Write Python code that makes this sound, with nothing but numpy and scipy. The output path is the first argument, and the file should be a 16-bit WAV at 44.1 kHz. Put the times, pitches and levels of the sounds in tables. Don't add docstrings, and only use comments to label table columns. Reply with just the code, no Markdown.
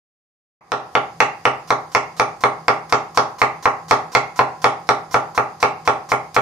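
import sys
import numpy as np
from scipy import signal
from scipy.fft import rfft, irfft, next_fast_len
from scipy.io import wavfile
from scipy.ndimage import uniform_filter1d

SR = 44100
rng = np.random.default_rng(int(sys.argv[2]) if len(sys.argv) > 2 else 0)


def gain_from_decibels(decibels):
    exponent = np.asarray(decibels, float) / 20
    return 10 ** exponent


def wav_record(signal):
    frames = np.transpose(np.atleast_2d(signal))
    bounded = np.clip(frames, -1, 1)
    quanta = np.round(bounded * 32767).astype(np.int16)
    wavfile.write(sys.argv[1], SR, quanta)


N = 282681

# (frequency [Hz], density [dB per Hz])
HUM_SPECTRUM = [(25, -19), (90, -7.5), (165, -5.5), (300, -31), (800, -13.5), (2400, -28.5), (4300, -26),
                (4900, -18), (5600, -26.5), (6450, -23), (7700, -30.5), (11300, -33.5), (14500, -38),
                (16000, -55)]
HUM_DB = -50.5
MOTOR_HZ, MOTOR_WIDTH_HZ, MOTOR_DB = 161, 6.9, -51.5
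# (frequency [Hz], correlation [0-1])
LIKENESS = [(60, 1), (130, 1), (290, 0.91), (640, 0.8), (1400, 0.14), (15000, 0.08)]

# (time [s], blow [dB], edge tone re blow [dB], crack re blow [dB])
EARLIER_KNOCK = [
    (0.471, -16, 0.5, -24),
]
# (time [s], blow [dB], edge tone re blow [dB], crack re blow [dB])
KNOCKS = [(0.7189, -16, -8.5, -10.5), (0.9523, -17.5, -1.5, -12), (1.2034, -16, 3.5, -8.5),
          (1.4536, -17, 0, -11.5), (1.7049, -18, -5, -9.5), (1.9493, -17, 1.5, -6.5),
          (2.1976, -17.5, -5, -6), (2.4375, -15.5, -2.5, -13), (2.682, -15.5, -2.5, -9.5),
          (2.9246, -14.5, -2, -8.4), (3.1742, -15.5, -7, -6.5), (3.4166, -16, -0.5, -9.5),
          (3.6558, -16.5, -4.5, -14), (3.9105, -14, -3.5, -9.5), (4.1503, -15, 0.5, -8),
          (4.3911, -14.5, -6.5, -11), (4.6429, -14.5, -4.5, -7.5), (4.89, -15.5, -6, -8),
          (5.1432, -16, -8, -11.5), (5.3775, -17, -6, -15.5), (5.6282, -16, 0.5, -9.5),
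          (5.8759, -16.5, -5, -10.8), (6.1184, -17.5, -3, -13), (6.3647, -15, -7, -16)]
# (frequency [Hz], level [dB], t60 [s])
BOARD_MODES = [(107.4, -14, 0.073), (278, -19, 0.022), (478, -17, 0.037), (816, -2, 0.019), (955, 3, 0.012),
               (1127, 3.5, 0.021), (1272, 3.5, 0.021), (1443, -33, 0.0038), (1623, -10.5, 0.023)]
# (frequency [Hz], level [dB], t60 [s])
BLADE_MODES = [(2033, -2.5, 0.011), (2219, -2, 0.018), (2708, 0, 0.0041), (2839, -9.5, 0.0084),
               (3425, -17.5, 0.033), (4470, -6, 0.0048), (5744, -5.5, 0.0038)]
# (frequency [Hz], level [dB], t60 [s])
COUNTER_MODES = [(62.5, -21.5, 0.076)]
# (frequency [Hz], level [dB])
CRACK_SPECTRUM = [(800, -28), (2000, -22), (3500, 7), (5600, -2), (7600, -15), (8700, -12.5), (11000, -20),
                  (15000, -28)]
THUD_DB, THUD_DB_PER_S = -20, 0.8
THUD_PEAK_S, THUD_SPAN_S, THUD_PEAK_DB = 3.46, 0.59, 3.5
THIN_UNTIL_S, THIN_DB = 1.6, 10.5
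DAMPED_DB, CLEAR_DB_PER_S = -6, 2.5

# (delay [ms], left [dB], right [dB], sign [+1 or -1])
REFLECTIONS = [(2.202, -40, -0.5, -1), (3.74, 0.5, 2, 1), (5.692, -1.5, -0.5, 1), (9.3, -3.5, -1, -1),
               (12.279, -4, -3, 1), (14.76, -35, -8, -1), (18.215, -31, -7, 1), (21.804, -1, 1.5, 1),
               (26.09, -7, -17, 1), (29.22, -32, -6.5, -1), (30.9, -34, -25.5, -1)]
# (frequency [Hz], t60 [s])
ROOM_T60 = [(100, 0.56), (300, 0.46), (800, 0.39), (2000, 0.38), (5000, 0.27), (12000, 0.24)]
# (frequency [Hz], level [dB])
TAIL_SPECTRUM = [(60, -20.5), (300, -1), (800, 2), (1500, -7.5), (2500, -5), (5000, -5), (8000, 6),
                 (15000, -7)]
# (frequency [Hz], level [dB], t60 [s])
ROOM_MODES = [(128.7, -15.5, 0.34), (409.2, -9.5, 0.27), (495.6, -6.5, 0.15), (611, -12, 0.052),
              (692.7, -8.5, 0.23), (751.5, -10.5, 0.45), (801.4, -8.5, 0.36), (876.7, -4, 0.23),
              (978, -8, 0.12), (1135, -10, 0.13), (1196, -10, 0.27), (1282, -8.5, 0.21), (1388, -5, 0.2),
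              (2239, -13.5, 0.12)]

# (time [s], crunch at entry [dB], crunch at exit [dB])
CUTS = [(0.676, -71, -72), (1.436, -59.5, -64), (1.673, -48, -46), (1.916, -48, -49.5), (2.165, -46.5, -45),
        (2.406, -42, -51.5), (2.894, -39.5, -64), (3.145, -46, -43), (3.383, -43, -46), (3.624, -43.5, -43),
        (3.881, -44.5, -38), (4.117, -45.5, -43), (4.358, -44.5, -43), (4.617, -38, -52.5),
        (4.868, -51.5, -54.5), (5.109, -46, -38), (5.347, -41.5, -41.5), (5.6, -45, -36.5),
        (5.851, -43, -42.5), (6.088, -42.5, -38), (6.343, -32.5, -40)]
# (frequency [Hz], level [dB])
CRUNCH_SPECTRUM = [(300, -51), (1100, -25), (1800, -3), (3300, -5), (6000, -0.5), (7800, -9.5),
                   (12000, -12), (15000, -10.5)]
OVERRUN_S = 0.0028
TAP_DB, FIRM_DB, SOFT_SLOPE = -32.5, -45.5, 2.3

# (frequency [Hz], left minus right [dB])
DIRECT_SIDES = [(60, 4.5), (1000, 2.5), (2400, 0), (5000, -8), (9000, -4), (15000, 15)]
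# (frequency [Hz], left minus right [dB])
ROOM_SIDES = [(60, 3), (400, -2), (1000, -0.5), (2500, -6), (5000, -3.5), (12000, -3)]
# (frequency [Hz], gain [dB])
MIC_RESPONSE = [(20, -22), (60, -4), (120, 0), (16000, 0.5)]
# (frequency [Hz], gain [dB])
BAND_EDGE = [(14800, 0), (15300, -3), (15800, -32), (16500, -48)]
# (frequency [Hz], threshold [dB])
TREBLE_THRESHOLD = [(4200, -85), (5000, -62), (7300, -64), (7800, -37), (8300, -63), (11000, -65),
                    (13000, -51), (15000, -42)]
# (time [s], level [dB])
FADE_IN = [
    (.608, -17),
    (.72, -6.5),
    (.95, 0.5),
    (1.2, 0),
]


def evened(x):
    return x / np.sqrt(np.mean(x ** 2) + 1e-20)


def read(points, hz):
    f, value = np.transpose(points)
    return np.interp(np.log(hz + 1), np.log(f + 1), value)


def add(mix, s, sound):
    part = mix[round(s * SR):][:len(sound)]
    part += sound[:len(part)]


def coloured(x, points, share=1):
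    size = 2 * next_fast_len(x.shape[-1] // 2 + 2048)
    gain_db = share * read(points, np.fft.rfftfreq(size, 1 / SR))
    cepstrum = irfft(np.log(gain_from_decibels(gain_db)), size)[:size // 2]
    gain = np.exp(rfft(2 * cepstrum, size) - cepstrum[0])
    return irfft(rfft(x, size) * gain, size)[..., :x.shape[-1]]


def pair(hz, frames):
    a, b, c, d = rng.standard_normal((frames, len(hz), 4)).T
    same = np.clip(read(LIKENESS, hz), -1, 1)[:, None]
    left = a + 1j * b
    right = same * left + np.sqrt(1 - same ** 2) * (c + 1j * d)
    return np.array([left, right])


def hum():
    hz = np.fft.rfftfreq(1024, 1 / SR)
    z = pair(hz, N // 256 + 5) * gain_from_decibels(read(HUM_SPECTRUM, hz))[:, None]
    noise = signal.istft(z, nperseg=1024, noverlap=768)[1][:, :N]
    return gain_from_decibels(HUM_DB) * evened(noise)


def motor():
    hz = np.fft.rfftfreq(N, 1 / SR)
    band = 1 + ((hz - MOTOR_HZ) / MOTOR_WIDTH_HZ) ** 4
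    return gain_from_decibels(MOTOR_DB) * evened(irfft(rfft(rng.standard_normal(N)) / band, N))


def knock(blow_db, edge_db, crack_db, thud_db, spray_db, luck, grit):
    hz, db, t60 = np.transpose(BOARD_MODES + BLADE_MODES + COUNTER_MODES)[:, :, None]
    t = np.arange(5000) / SR
    colour_db = read([(250, thud_db + 14.5), (420, 0), (1400, 0.032), (2000, edge_db + 8.0),
                      (2400, edge_db + 5.0), (3000, edge_db + spray_db + 8.0),
                      (3500, crack_db + spray_db - 4.0), (4400, crack_db + 8.0)], hz)
    spot_db = 1.5 * luck[0][:, None]
    struck_hz = hz * (1 + 0.024 * luck[1][:, None])
    body = gain_from_decibels(db + colour_db + spot_db - 60 * t / t60) * np.sin(2 * np.pi * struck_hz * t)
    body *= np.where(hz > 1500, (-1.) ** np.arange(len(hz))[:, None], 1)
    body = -body.sum(0) * (1 - np.exp(-t / 0.00017))
    fall = gain_from_decibels(-60 * t / 0.0067) + gain_from_decibels(-20.5 - 60 * t / 0.091)
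    crack = coloured(np.pad(grit, (0, len(t) - len(grit))) * fall, CRACK_SPECTRUM)
    return gain_from_decibels(blow_db + 7) * (body + gain_from_decibels(crack_db + 6.5) * crack)


def kitchen():
    hz, t = np.fft.rfftfreq(256, 1 / SR), np.arange(500) * 64 / SR
    decay = gain_from_decibels(-60 * t / read(ROOM_T60, hz)[:, None])
    tail = signal.istft(pair(hz, len(t)) * decay, nperseg=256, noverlap=192)[1]
    tail = tail * np.clip((np.arange(tail.shape[1]) / SR - .004) / 0.0061, 0, 1)
    tail = coloured(tail / np.linalg.norm(tail[0]), TAIL_SPECTRUM) * gain_from_decibels([[1.5], [0]])
    early = np.zeros_like(tail)
    for ms, left_db, right_db, sign in REFLECTIONS:
        early[:, round(ms * SR / 1000)] += np.sign(sign) * gain_from_decibels([left_db, right_db])
    both = early.mean(0)
    differ = coloured((early[0] - early[1]) / 2, [(150, -72), (500, -33), (1200, 10.5)])
    early = np.array([both + differ, both - differ])
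    return tail + coloured(early, [(80, -22), (300, -0.5), (1500, -7.5), (3000, -14),
                                   (6000, -10.5), (15000, -10.5)])


def rings():
    hz, db, t60 = np.transpose(ROOM_MODES)[:, :, None, None]
    t = np.arange(SR // 2) / SR
    scatter, skew = rng.random(hz.shape) - .5, rng.standard_normal(hz.shape)
    skew = np.array([[-.5], [.5]]) * skew * (0.02 + hz / 1800)
    swell = 1 - np.exp(-(t / 0.0019) ** 2)
    phase = 2 * np.pi * hz * (t - .0125) + 3.23 * scatter + skew
    return -gain_from_decibels(db - 60 * t / np.clip(t60, .05, .6)) * swell * np.cos(phase)


def crunch(length, entry_db, exit_db):
    t = np.arange(round(length * SR)) / SR
    snaps, push = rng.standard_normal((2, 3000))[:, :len(t)]
    burst_db = 2.2 * rng.exponential(1, 3000)[:len(t)]
    snaps = evened(snaps * gain_from_decibels(burst_db)) * np.minimum(t / 0.0019, 1)
    snaps = coloured(snaps * gain_from_decibels(entry_db + (exit_db - entry_db) * t / length), CRUNCH_SPECTRUM)
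    tap_db = TAP_DB + SOFT_SLOPE * min(entry_db - FIRM_DB, 0)
    push = push * gain_from_decibels(tap_db + 11.0 - 60 * t / 0.12) * np.minimum(t / 0.00038, 1)
    tap = coloured(push, [(600, -14.5), (1000, 2), (1350, -4.5), (1700, -12.5), (2300, -16.0), (3000, -67)])
    return gain_from_decibels(7.5) * snaps + tap


def gate(x):
    hz, t, z = signal.stft(x, SR, nperseg=1536, noverlap=1152)
    power = abs(z) ** 2
    level_db = 10 * np.log10(uniform_filter1d(power, size=2, axis=1) + 1e-20)
    frame_db = 10 * np.log10(power.sum((0, 1)) + 1e-20)
    patches = uniform_filter1d(rng.standard_normal(z.shape[1:]), size=16, axis=0)
    patches = evened(uniform_filter1d(patches, size=4, axis=1))
    limit_db = read(TREBLE_THRESHOLD, hz)[:, None] - 22 + 0.48 * frame_db + 16.5 * patches
    kept = z * gain_from_decibels(np.clip(8 * (level_db - limit_db), -50, 0))
    return signal.istft(kept, nperseg=1536, noverlap=1152)[1][:, :N]


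def scene():
    board, ringing = np.zeros(N), np.zeros((N, 2))
    room, modes, floor = kitchen(), rings(), hum()
    luck, grit = rng.standard_normal((40, 3, 25)), rng.standard_normal((40, 3000))
    struck = len(BOARD_MODES + BLADE_MODES + COUNTER_MODES)
    for (s, *levels), chance, rough in zip(EARLIER_KNOCK + KNOCKS, luck, grit):
        spray_db = THIN_DB if s < THIN_UNTIL_S else DAMPED_DB + CLEAR_DB_PER_S * (s - THIN_UNTIL_S)
        heaviest = np.exp(-((s - THUD_PEAK_S) / THUD_SPAN_S) ** 2)
        thud_db = THUD_DB + THUD_DB_PER_S * s + THUD_PEAK_DB * heaviest
        add(board, s, knock(*levels, thud_db, spray_db, chance[:, :struck], rough))
        mode_gain = gain_from_decibels(levels[0] + 3.5 + 1.75 * chance[2, :len(ROOM_MODES)])
        add(ringing, s, np.tensordot(mode_gain, modes, axes=1).T)
    for s, *cut in CUTS:
        lands = min(row[0] for row in KNOCKS if row[0] > s)
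        add(board, s, crunch(np.clip(lands - s + OVERRUN_S, .01, .065), *cut))
    direct = np.array([coloured(np.roll(board, 1), DIRECT_SIDES, 0.25), coloured(board, DIRECT_SIDES, -1.01)])
    far = signal.oaconvolve(board[None], room, axes=1)[:, :N] + ringing.T
    far = np.array([coloured(far[0], ROOM_SIDES, 0.87), coloured(far[1], ROOM_SIDES, -0.38)])
    return direct + far + floor + motor()


def top_cut(x):
    return signal.sosfilt(signal.butter(12, 16460, fs=SR, output="sos"), x)


def record(dry):
    t = np.arange(N) / SR
    fade = gain_from_decibels(np.interp(t, *np.transpose(FADE_IN))) * np.clip((t - FADE_IN[0][0]) / 0.003, 0, 1)
    overloaded = 0.91 * np.tanh(coloured(dry, MIC_RESPONSE) / 0.87)
    heard = gate(coloured(overloaded, BAND_EDGE))
    return top_cut(fade * heard)


dry = scene()
out = record(dry)
wav_record(out)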